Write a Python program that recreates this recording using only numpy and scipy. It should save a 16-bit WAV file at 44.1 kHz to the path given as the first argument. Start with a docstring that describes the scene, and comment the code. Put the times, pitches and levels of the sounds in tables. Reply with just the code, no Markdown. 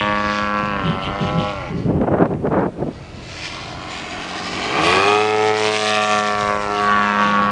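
"""A buzzing two-stroke petrol engine climbs at full power, sinks to a sputtering idle, surges and roars by again.
It drives a large model aeroplane over a field: it throttles back, turns towards the listener, makes a low pass
and pulls up. Pulses locked to the crankshaft make the exhaust note, and noise bursts make the rasp and sputter.
A delayed copy from the grass adds a gliding hollow tone. Shaped noise makes the breeze, the gusts that buffet
the microphone, the crackling blasts while the engine idles, and the faint hiss of open air."""
import sys
import numpy as np
from scipy import signal
from scipy.fft import rfft, irfft, next_fast_len
from scipy.io import wavfile
from scipy.ndimage import uniform_filter1d, map_coordinates

SR = 44100
rng = np.random.default_rng(int(sys.argv[2]) if len(sys.argv) > 2 else 0)


def generate_wav(sig):
    """Save sig (samples, or channels by samples) to the path in sys.argv[1] as 16-bit PCM at SR."""
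    pcm = np.round(np.clip(np.atleast_2d(sig).T, -1, 1) * 32767).astype(np.int16)
    wavfile.write(sys.argv[1], SR, pcm)


N = 331191  # length of the scene in samples

# How late the echo off the grass arrives, later when the aeroplane is high: (time [s], lag [ms])
ECHO_LAG = [(0, 3.39), (1.05, 3.97), (1.5, 3.64), (3.3, 2.97), (4.8, 2.542), (5.5, 2.21), (5.9, 1.636),
            (6.15, 1.57), (6.5, 1.85), (6.8, 2.47), (7.51, 3.78)]
# Crankshaft speed at full power and at idle (turns a second)
FULL_SPEED, IDLE_SPEED = 103.5, 45


def amp(db):
    """Turn decibels into a gain."""
    return 10 ** (np.asarray(db) / 20)


def unit(x):
    """Scale to an average strength (rms) of 1."""
    return x / np.sqrt(np.mean(x ** 2) + 1e-20)


def curve(*tables, axis=1):
    """Join tables that follow each other in time and read one column as a value per sample."""
    rows = np.vstack(tables)
    return np.interp(np.arange(N) / SR, rows[:, 0], rows[:, axis])


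def passing(rows):
    """Gain of a (time [s], level [dB]) table that fades almost to silence outside its span."""
    before = [(rows[0][0] - .1, -90)]
    after = [(rows[-1][0] + .1, -90)]
    return amp(curve(before, rows, after))


def swells(rows, rise_db_per_s, fall_db_per_s):
    """Gain of (start [s], held [s], level [dB]) events that rise, hold and die away; the loudest one counts."""
    t = np.arange(N) / SR
    shapes = []
    for start, held, db in rows:
        rise = rise_db_per_s * np.maximum(start - t, 0)
        fall = fall_db_per_s * np.maximum(t - start - held, 0)
        shapes.append(db - rise - fall)
    return amp(np.max(shapes, axis=0))


def wobble(rate):
    """A smooth random curve through this many random points a second."""
    points = rng.standard_normal(int(N * rate / SR) + 4)
    return map_coordinates(points, [np.arange(N) * rate / SR])


def noise():
    """White noise: an even hiss."""
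    return rng.standard_normal(N)


def colour(x, points):
    """Filter x to the given (frequency [Hz], level [dB]) shape, with no sound ahead of its cause."""
    size = 8192
    hz, db = np.transpose(points)
    shape = np.interp(np.log(np.fft.rfftfreq(size, 1 / SR) + 1), np.log(hz + 1), db)
    # folding the cepstrum (spectrum of the log spectrum) puts all the ringing after the start
    cepstrum = irfft(np.log(amp(shape)))
    cepstrum[1:size // 2] *= 2
    cepstrum[size // 2 + 1:] = 0
    ringing = irfft(np.exp(rfft(cepstrum)))[:size // 2]
    return signal.fftconvolve(x, ringing)[:N]


def lowpass(x, hz):
    """Gently take away the treble above hz."""
    return signal.sosfilt(signal.butter(2, hz, fs=SR, output="sos"), x)


def dull(x, hz, back_hz):
    """Take away treble forwards, then backwards, so that the sound is hardly shifted in time."""
    return lowpass(lowpass(x, hz)[::-1], back_hz)[::-1]


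def resonate(x, modes):
    """Ring x through resonances: (centre [Hz], width [Hz], level [dB])."""
    return sum(amp(db) * signal.lfilter(*signal.iirpeak(hz, hz / width, SR), x) for hz, width, db in modes)


def disperse(x, hz, radius):
    """Delay frequencies near hz, which spreads each pulse in time without colouring it."""
    poles = [1, -2 * radius * np.cos(2 * np.pi * hz / SR), radius * radius]
    return signal.lfilter(poles[::-1], poles, x)


def steady(x):
    """Even out the level of x so that its midrange stays near rms 1."""
    mid = signal.sosfilt(signal.butter(2, [400, 2200], "band", fs=SR, output="sos"), x)
    power = uniform_filter1d(uniform_filter1d(mid ** 2, SR // 12), SR // 12)
    return x / np.sqrt(np.abs(power) + 1e-12)


def firings(turns, rough, jitter_s, ragged_s, scatter_db, misfire_db):
    """One impulse a turn, as a two-stroke fires; ragged running scatters their times and sizes."""
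    at = np.interp(np.arange(1, int(turns[-1])), turns, np.arange(N))
    ragged = rough[at.astype(int)]
    chance = rng.standard_normal((len(at), 2))
    at = at + SR * (jitter_s + ragged_s * ragged ** 2) * chance[:, 0]
    strength = amp((scatter_db + misfire_db * ragged) * chance[:, 1])
    # a short windowed sinc places each impulse between samples
    taps = at.astype(int)[:, None] + np.arange(-7, 9)
    offset = taps - at[:, None]
    shape = np.sinc(offset) * np.cos(np.pi * offset / 16) ** 2
    return np.bincount(taps.clip(0, N - 1).ravel(), (strength[:, None] * shape).ravel(), N)


def puffs(turns, decay_turns, second_blade, between):
    """Noise that bursts at each firing and again as the second blade passes, half a turn on."""
    def burst(phase):
        return np.exp(-(phase % 1) / decay_turns)
    return noise() * (between + burst(turns) + second_blade * burst(turns + .5))


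def engine():
    """Exhaust, rasp, throttle surge, propeller rip and low drone all follow the turning crankshaft."""
    # crankshaft speed, before its small random wander: (time [s], speed [turns a second])
    climb_speed = [(0, 103.5), (.67, 103.6), (.86, 95.4), (.94, 94.4), (1.02, 95.5), (1.19, 100.1),
                   (1.33, 102.2), (1.49, 102), (1.58, 96.6)]
    idle_speed = [(1.66, 84.5), (1.8, 69.7), (2.1, 55.1), (2.6, 46.1), (3.2, 43.87), (4.1, 44.47),
                  (4.61, 46.14), (4.76, 69.3)]
    pass_speed = [(4.82, 78.9), (4.94, 93.7), (5.1, 103.4), (5.21, 106.6), (5.48, 107.6), (5.82, 106.9),
                  (6.58, 102.8), (7.22, 102.9), (7.51, 101.8)]
    # exhaust level from where the aeroplane is, as if at full speed: (time [s], level [dB])
    reach = [(0, -19.5), (.66, -23), (1.13, -28.5), (1.42, -24.5), (1.9, -39.5), (2.6, -47.5), (3.6, -26),
             (4.6, -19), (5.4, -18.5), (5.85, -22.5), (6.3, -19.5), (6.62, -22.5), (7.05, -17.5),
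             (7.51, -21)]
    # level of the rasp of propeller and exhaust jet, before its flutter: (time [s], level [dB])
    rasp_level = [(0, -40.5), (.35, -31.5), (.8, -48.5), (1.32, -37.5), (1.8, -43.5), (2.05, -70),
                  (2.85, -55), (3.42, -32.5), (3.76, -40), (3.98, -34), (4.36, -34), (4.9, -27.5),
                  (5.3, -30.5), (5.72, -24), (6.27, -29), (6.5, -35), (7.3, -31.5), (7.51, -40.5)]
    exhaust_db_per_octave = 8.5  # a slower engine is quieter

    speed = curve(climb_speed, idle_speed, pass_speed)
    rough = raggedness(speed)
    # a ragged engine cannot hold its speed
    speed = speed * (1 + (.0003 + .014 * rough) * wobble(25))
    turns = np.cumsum(speed) / SR
    view = sides_in_view()
    pulses = firings(turns, rough, jitter_s=.000013, ragged_s=.0003, scatter_db=.6, misfire_db=3)
    exhaust_db = curve(reach) + exhaust_db_per_octave * np.log2(speed / FULL_SPEED)
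    main = amp(exhaust_db) * exhaust(turns, pulses, rough, view)
    edge = amp(curve(rasp_level)) * rasp(turns, rough, view)
    return main + edge + surge(turns, pulses) + rip(turns) + drone(speed, turns)


def raggedness(speed):
    """Uneven firing (0-1): least at steady full speed, more when slow or picking up."""
    at_full, at_idle, at_pickup = .03, .77, .25  # the last two are added to the first
    hardest_pickup = 130  # turns a second, gained each second
    gain_rate = uniform_filter1d(np.gradient(speed) * SR, size=SR // 8)
    pickup = np.clip(gain_rate / hardest_pickup, 0, 1)
    slack = np.clip((FULL_SPEED - speed) / (FULL_SPEED - IDLE_SPEED), 0, 1)
    rough = at_full + at_idle * slack ** .8 + at_pickup * pickup
    return np.minimum(rough, at_full + at_idle)


def sides_in_view():
    """Shares of tail, nose, flank, back and belly facing the listener, from the aeroplane's angles."""
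    # (time [s], heading [degrees, nose-on 0 to tail-on 180], roll [degrees, belly -90 to back 90])
    attitude = [(0, 160, -86.5), (.72, 160, -64.5), (1, 97, -60.5), (1.6, 85, -84), (3.3, 55.5, -54),
                (4.9, 26.7, 40.5), (5.5, 3.03, 1), (5.9, 63.6, 31), (6.25, 120, 13), (6.62, 125, -60.5),
                (6.92, 91, 77.5), (7.51, 90.4, 74)]
    tail_spill, nose_spill = .051, .055  # shares heard from every side
    aspect = np.radians(curve(attitude))
    roll = np.radians(curve(attitude, axis=2))
    ahead, abeam = np.cos(aspect), np.abs(np.sin(aspect))
    upright, tilted = abeam * np.cos(roll), abeam * np.sin(roll)
    tail, nose, flank, back, belly = np.maximum([-ahead, ahead, upright, tilted, -tilted], 0)
    return tail + tail_spill, nose + nose_spill, flank, back, belly


def exhaust(turns, pulses, rough, view):
    """Firing pulses take the colour of the side in view and give way to noisy sputter at idle."""
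    # colour of the firing heard from each side: (frequency [Hz], relative level [dB])
    from_tail = [(40, -55.5), (104, -8.5), (208, 6.5), (312, -5.5), (416, -6), (520, 1.5), (624, -5),
                 (728, -32.5), (832, -9), (936, 2.5), (1040, 2), (1144, 8), (1248, -4.5), (1352, -3),
                 (1664, 0.5), (2080, -14.5), (2496, -6), (3328, -21.5), (4576, -26), (6448, -53),
                 (9152, -103)]
    from_nose = [(40, -34), (104, -11), (208, -7), (312, -10), (416, 7.5), (520, -11.5), (624, -4),
                 (728, 4), (832, -1), (936, -9.5), (1040, -13.5), (1144, -15), (1248, 5.5), (1352, -14.5),
                 (1664, -11.5), (2080, -10), (2496, -10), (3328, -36), (4576, -32), (6448, -37),
                 (9152, -67.5)]
    from_flank = [(40, -41), (104, -14), (208, -4.5), (312, -6), (416, 2.5), (520, -17), (624, 4), (728, 8),
                  (832, -10), (936, -1.5), (1040, -11.5), (1144, 4), (1248, -8.5), (1352, 4.5),
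                  (1570, -28.5), (1770, 1.5), (1900, -14.5), (2120, -10), (2496, -20.5), (3328, -26.5),
                  (4576, -15.5), (6448, -37.5), (9152, -38)]
    from_back = [(40, -50.5), (104, -27.5), (208, -3.5), (312, -27.5), (416, -40.5), (520, -10),
                 (624, -43.5), (728, -37), (832, -12.5), (936, -11.5), (1040, -15), (1144, -0.5),
                 (1248, -20.5), (1352, -9), (1750, -14), (2080, -21), (2496, -28), (3328, -28), (4576, -41),
                 (6448, -80), (9152, -74.5)]
    from_belly = [(40, -64.5), (104, -27), (208, 6), (312, -2.5), (416, -10), (520, 10), (624, 10.5),
                  (728, -3.5), (832, 8.5), (936, -3.5), (1040, 4), (1144, 5), (1248, -13), (1352, 6.5),
                  (1664, -18), (2080, 0.5), (3328, -33.5), (4576, -45.5), (9152, -63.5)]
    # colour of the sputter noise: (frequency [Hz], relative level [dB per Hz])
    sputter_colour = [(53, -42), (90, -20.5), (171, 0), (245, -3.5), (325, -0.5), (452, -20.5), (502, -6),
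                      (570, 0.5), (729, -1.5), (968, -1.5), (1140, -1), (1390, -6), (1790, -8),
                      (2410, -5.5), (3200, -11), (4160, -82), (7040, -120)]

    sides = (from_tail, from_nose, from_flank, from_back, from_belly)
    note = sum(share * unit(colour(pulses, side)) for share, side in zip(view, sides))
    # the silencer spreads each pulse
    note = disperse(note, hz=540, radius=.94)
    sputter = colour(puffs(turns, decay_turns=.38, second_blade=1.0, between=.93), sputter_colour)
    mix = np.sqrt(1 - rough) * steady(note) + np.sqrt(rough) * steady(sputter)
    return mix * amp(.93 * wobble(14))


def rasp(turns, rough, view):
    """Jet noise in bursts, with sharp cracks at each firing and half a turn on, strongest from front and side."""
    # colour of the rasp: (frequency [Hz], relative level [dB per Hz])
    rasp_colour = [(700, -36), (1300, -13.5), (1900, -7), (2600, -4.5), (3300, -6.5), (4000, -8),
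                   (4700, -8.5), (5700, -12), (7000, -14), (8300, -18), (10000, -28.5)]
    # echo lags where the treble loss starts and is full (ms), and its corner (Hz)
    near_lag_ms, far_lag_ms, haze_hz = 1.6, 3.5, 6600

    tail, nose, flank, back, belly = view
    facing = np.clip(nose + flank + .4 * back, 0, 1)
    jet = puffs(turns, decay_turns=.1, second_blade=.65, between=.26 - .1 * facing + rough)
    jet /= np.sqrt(np.abs(uniform_filter1d(jet ** 2, SR // 10)))
    scatter = dict(jitter_s=.000015, ragged_s=.0003, scatter_db=2, misfire_db=3)
    firing = firings(turns, rough, **scatter)
    blade = firings(turns + .5, rough, **scatter)
    cracks = lowpass(disperse(unit(firing + .45 * blade), hz=4400, radius=.9), 5200)
    # ragged running quickly loses the cracks
    share = (.14 + .55 * facing) * (1 - rough) ** 5
    x = unit(colour(np.sqrt(share) * cracks + np.sqrt(1 - share) * jet, rasp_colour))
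    # the higher the aeroplane, the more treble the air takes
    far = np.clip((curve(ECHO_LAG) - near_lag_ms) / (far_lag_ms - near_lag_ms), 0, 1)
    hazy = dull(x, haze_hz, haze_hz)
    # turbulent air makes the rasp flutter
    flutter = amp(1.5 * wobble(34) + 1.6 * wobble(11))
    return (x + far * (hazy - x)) * flutter


def surge(turns, pulses):
    """As the throttle opens, pulses and noise ring the intake into a howl, and noise bursts make a roar."""
    # the surge, before the howl and roar levels below: (start [s], held [s], level [dB])
    opening = [(4.86, .13, -20.5)]
    # resonances of the intake: (centre [Hz], width [Hz], relative level [dB])
    intake_modes = [(1135, 45, 5), (2440, 130, -1.5)]
    # colour of the roar: (frequency [Hz], relative level [dB per Hz])
    roar_colour = [(40, -16), (90, 1), (175, 6), (250, -4), (340, -2), (440, -17.5), (570, 9.5), (900, -6),
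                   (1700, -6), (3000, -3), (5000, -11), (7000, -21), (10000, -40)]
    howl_db, roar_db = -1, -1.5  # added to the surge level

    intake = unit(resonate(unit(pulses) + .5 * noise(), intake_modes))
    roar = unit(colour(puffs(turns, decay_turns=.27, second_blade=.66, between=.8), roar_colour))
    howling = swells(opening, rise_db_per_s=125, fall_db_per_s=36)
    roaring = swells(opening, rise_db_per_s=65, fall_db_per_s=110)
    return amp(howl_db) * howling * intake + amp(roar_db) * roaring * roar


def rip(turns):
    """In a hard manoeuvre each passing blade tears the air with a short bright burst."""
    # manoeuvres, before a random flicker in level: (start [s], held [s], level [dB])
    manoeuvres = [(0, 0.012, -24.5), (.08, .03, -32), (.85, 0.067, -34), (1.03, 0.017, -30),
                  (1.22, 0.057, -33), (1.39, 0.1, -33.5), (5.91, 0.026, -28), (6.27, 0.036, -32.5),
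                  (6.76, 0.018, -29), (6.89, 0.056, -35), (7.24, 0.05, -30)]
    tearing = puffs(turns, decay_turns=.05, second_blade=.8, between=.15)
    band = resonate(tearing, [(2990, 940, 0)])
    band = unit(resonate(band, [(2520, 950, 0)]))
    return swells(manoeuvres, rise_db_per_s=349, fall_db_per_s=129) * amp(1.7 * wobble(23)) * band


def drone(speed, turns):
    """Wavering low tones at multiples of shaft speed, which boom as they cross one low resonance."""
    # level of the drone at part throttle: (time [s], level [dB])
    drone_level = [(1.5, -50), (1.7, -36), (3.3, -45), (4.2, -37.5), (4.6, -32), (4.85, -21), (5.1, -30)]
    # its tones, before boom and wobble: (multiple of shaft speed [-], relative level [dB])
    tones = [(1, -15), (2, -5.5), (3, -15), (4, 0), (5, 1), (6, -5.5), (7, 0), (8, -7)]
    boom_hz, boom_width_hz, boom_db = 175, 25, 9

    total = 0
    for multiple, db in tones:
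        boom = boom_db / (1 + ((multiple * speed - boom_hz) / boom_width_hz) ** 2)
        level = amp(db + boom + 1.5 * wobble(16))
        cycles = multiple * turns + rng.random() + .14 * wobble(18)
        total = total + level * np.sin(2 * np.pi * cycles)
    return passing(drone_level) * unit(total)


def shimmer(x, depth_db):
    """Turbulent air lets each frequency band fade and swell on its own."""
    z = signal.stft(x, nperseg=1024)[2]
    field = rng.standard_normal(z.shape)
    for _ in range(2):
        field = uniform_filter1d(uniform_filter1d(field, size=7, axis=0), size=15, axis=1)
    # the bass is stirred less than the treble
    grip = np.clip(np.linspace(0, SR / 2, len(z)) / 1500, .25, 1)
    return signal.istft(z * amp(depth_db * grip[:, None] * unit(field)), nperseg=1024)[1][:N]


def over_grass(x, echo_db, soft_hz):
    """Add the dulled ground echo; its changing lag sweeps a comb of peaks and dips through the sound."""
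    dulled = dull(x, soft_hz, soft_hz)
    lag = curve(ECHO_LAG) * SR / 1000  # in samples
    return x + amp(echo_db) * map_coordinates(dulled, [np.arange(N) - lag], order=3)


def wind():
    """Noise makes a low breeze, buffeting gusts, and blasts on the microphone port with crackling eddies."""
    # breeze on the microphone, before its random wobble: (time [s], level [dB])
    breeze_level = [(0, -31.5), (.5, -41.5), (.65, -33), (1.9, -35), (2.4, -44), (3, -37), (4.1, -41),
                    (4.6, -45), (5.15, -63), (6.18, -51), (6.38, -39), (7.05, -42), (7.35, -46.5)]
    # gusts that buffet the microphone, before their wobble: (start [s], held [s], level [dB])
    gust_times = [(.62, 0.028, -28.5), (.84, 0.1, -19.5), (1.07, 0.014, -22), (1.22, .05, -21),
                  (1.33, 0.076, -22), (1.72, 0.088, -22.5), (1.86, 0.15, -19), (2.1, 0.33, -25),
                  (2.45, .15, -26.5), (2.8, 0.047, -22.5), (3.15, 0.051, -33.5), (7.27, 0.036, -27),
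                  (7.41, 0.11, -30)]
    # force of blasts that hit the port head-on: (start [s], held [s], relative level [dB])
    blast_times = [(1.87, 0.15, -25.5), (2.02, 0.067, -21.5), (2.12, .14, -20.5), (2.3, 0.046, -24),
                   (2.455, .025, -22), (2.52, .145, -19.5), (2.805, 0.024, -23.5), (2.875, .015, -28.5)]
    # colours of breeze, gusts and blasts: (frequency [Hz], relative level [dB per Hz])
    breeze_colour = [(12, -47), (20, -10.5), (130, -5.5), (170, -12.5), (290, -120)]
    gust_colour = [(24, -44), (40, -10), (90, 0.5), (162, 6.5), (329, -6.5), (407, -4), (450, -9),
                   (580, -41), (990, -120)]
    blast_colour = [(65, -44), (110, -8), (179, 0), (295, 1), (326, 0), (456, -1), (616, -2.5), (1520, -16),
                    (2350, -31.5), (2970, -40.5), (6000, -73), (7800, -103), (13200, -120)]

    breeze = amp(curve(breeze_level) + 2.1 * wobble(16)) * unit(colour(noise(), breeze_colour))
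    gusts = swells(gust_times, rise_db_per_s=333, fall_db_per_s=224) * amp(1.1 * wobble(35))
    gusts = gusts * unit(colour(noise(), gust_colour))
    force = swells(blast_times, rise_db_per_s=420, fall_db_per_s=450)
    eddies = unit(colour(noise() * amp(2.8 * wobble(80) + 2.4 * wobble(700)), blast_colour))
    # harder wind breaks into smaller, brighter eddies
    bright = np.clip(force / amp(-19), 0, 1) ** 2.1
    soft = dull(eddies, 670, 880)
    blasts = amp(5) * force * (soft + bright * (eddies - soft))
    return breeze + gusts + blasts + snaps(force)


def snaps(force):
    """Strong eddies burst on the port as short noise puffs; random ones grow with the wind's force."""
    # snaps of the strongest eddies: (time [s], relative level [dB])
    strong_snaps = [(2.0138, -23), (2.1857, -27.5), (2.257, -22.5), (2.3374, -28), (2.47, -23),
                    (2.5287, -28), (2.592, -24.5)]
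    # colour of a snap: (frequency [Hz], relative level [dB])
    snap_colour = [(80, -24), (300, 1), (900, 1), (1800, 1), (3000, -11.5), (5000, -24), (10000, -43)]
    random_per_s, under_force_db = 9.1, -11.5

    bursts = (rng.random(N) < random_per_s / SR) * force * amp(under_force_db)
    for s, db in strong_snaps:
        bursts[round(s * SR)] += amp(db)
    # each burst dies away over 1.6 ms
    dying = signal.lfilter([1], [1, -np.exp(-1 / (.0016 * SR))], bursts)
    return amp(10.5) * colour(dying * noise(), snap_colour)


def open_air():
    """The faint hiss of open air is steady shaped noise."""
    # colour of the hiss: (frequency [Hz], relative level [dB per Hz])
    air_colour = [(100, -16.5), (500, -3), (2000, -21), (5000, -33), (10000, -36.5)]
    return amp(-43) * unit(colour(noise(), air_colour))


def scene():
    """The aeroplane over the field, with wind and open air around the listener."""
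    plane = shimmer(engine(), depth_db=1.8)
    plane = over_grass(plane, echo_db=-7, soft_hz=3200)
    return (plane + wind() + open_air())[None]


def record(dry):
    """The microphone's electronics cut deep bass, round off high peaks and keep nothing above a top frequency."""
    top_hz = 10100
    thin = signal.sosfilt(signal.butter(2, 32, "high", fs=SR, output="sos"), dry)
    held = thin / (1 + np.abs(thin / .72) ** 6) ** (1 / 6)
    size = next_fast_len(N + SR // 2)
    kept = np.fft.rfftfreq(size, 1 / SR) < top_hz
    return irfft(rfft(held, size) * kept, size)[:, :N]


dry = scene()
out = record(dry)
generate_wav(out)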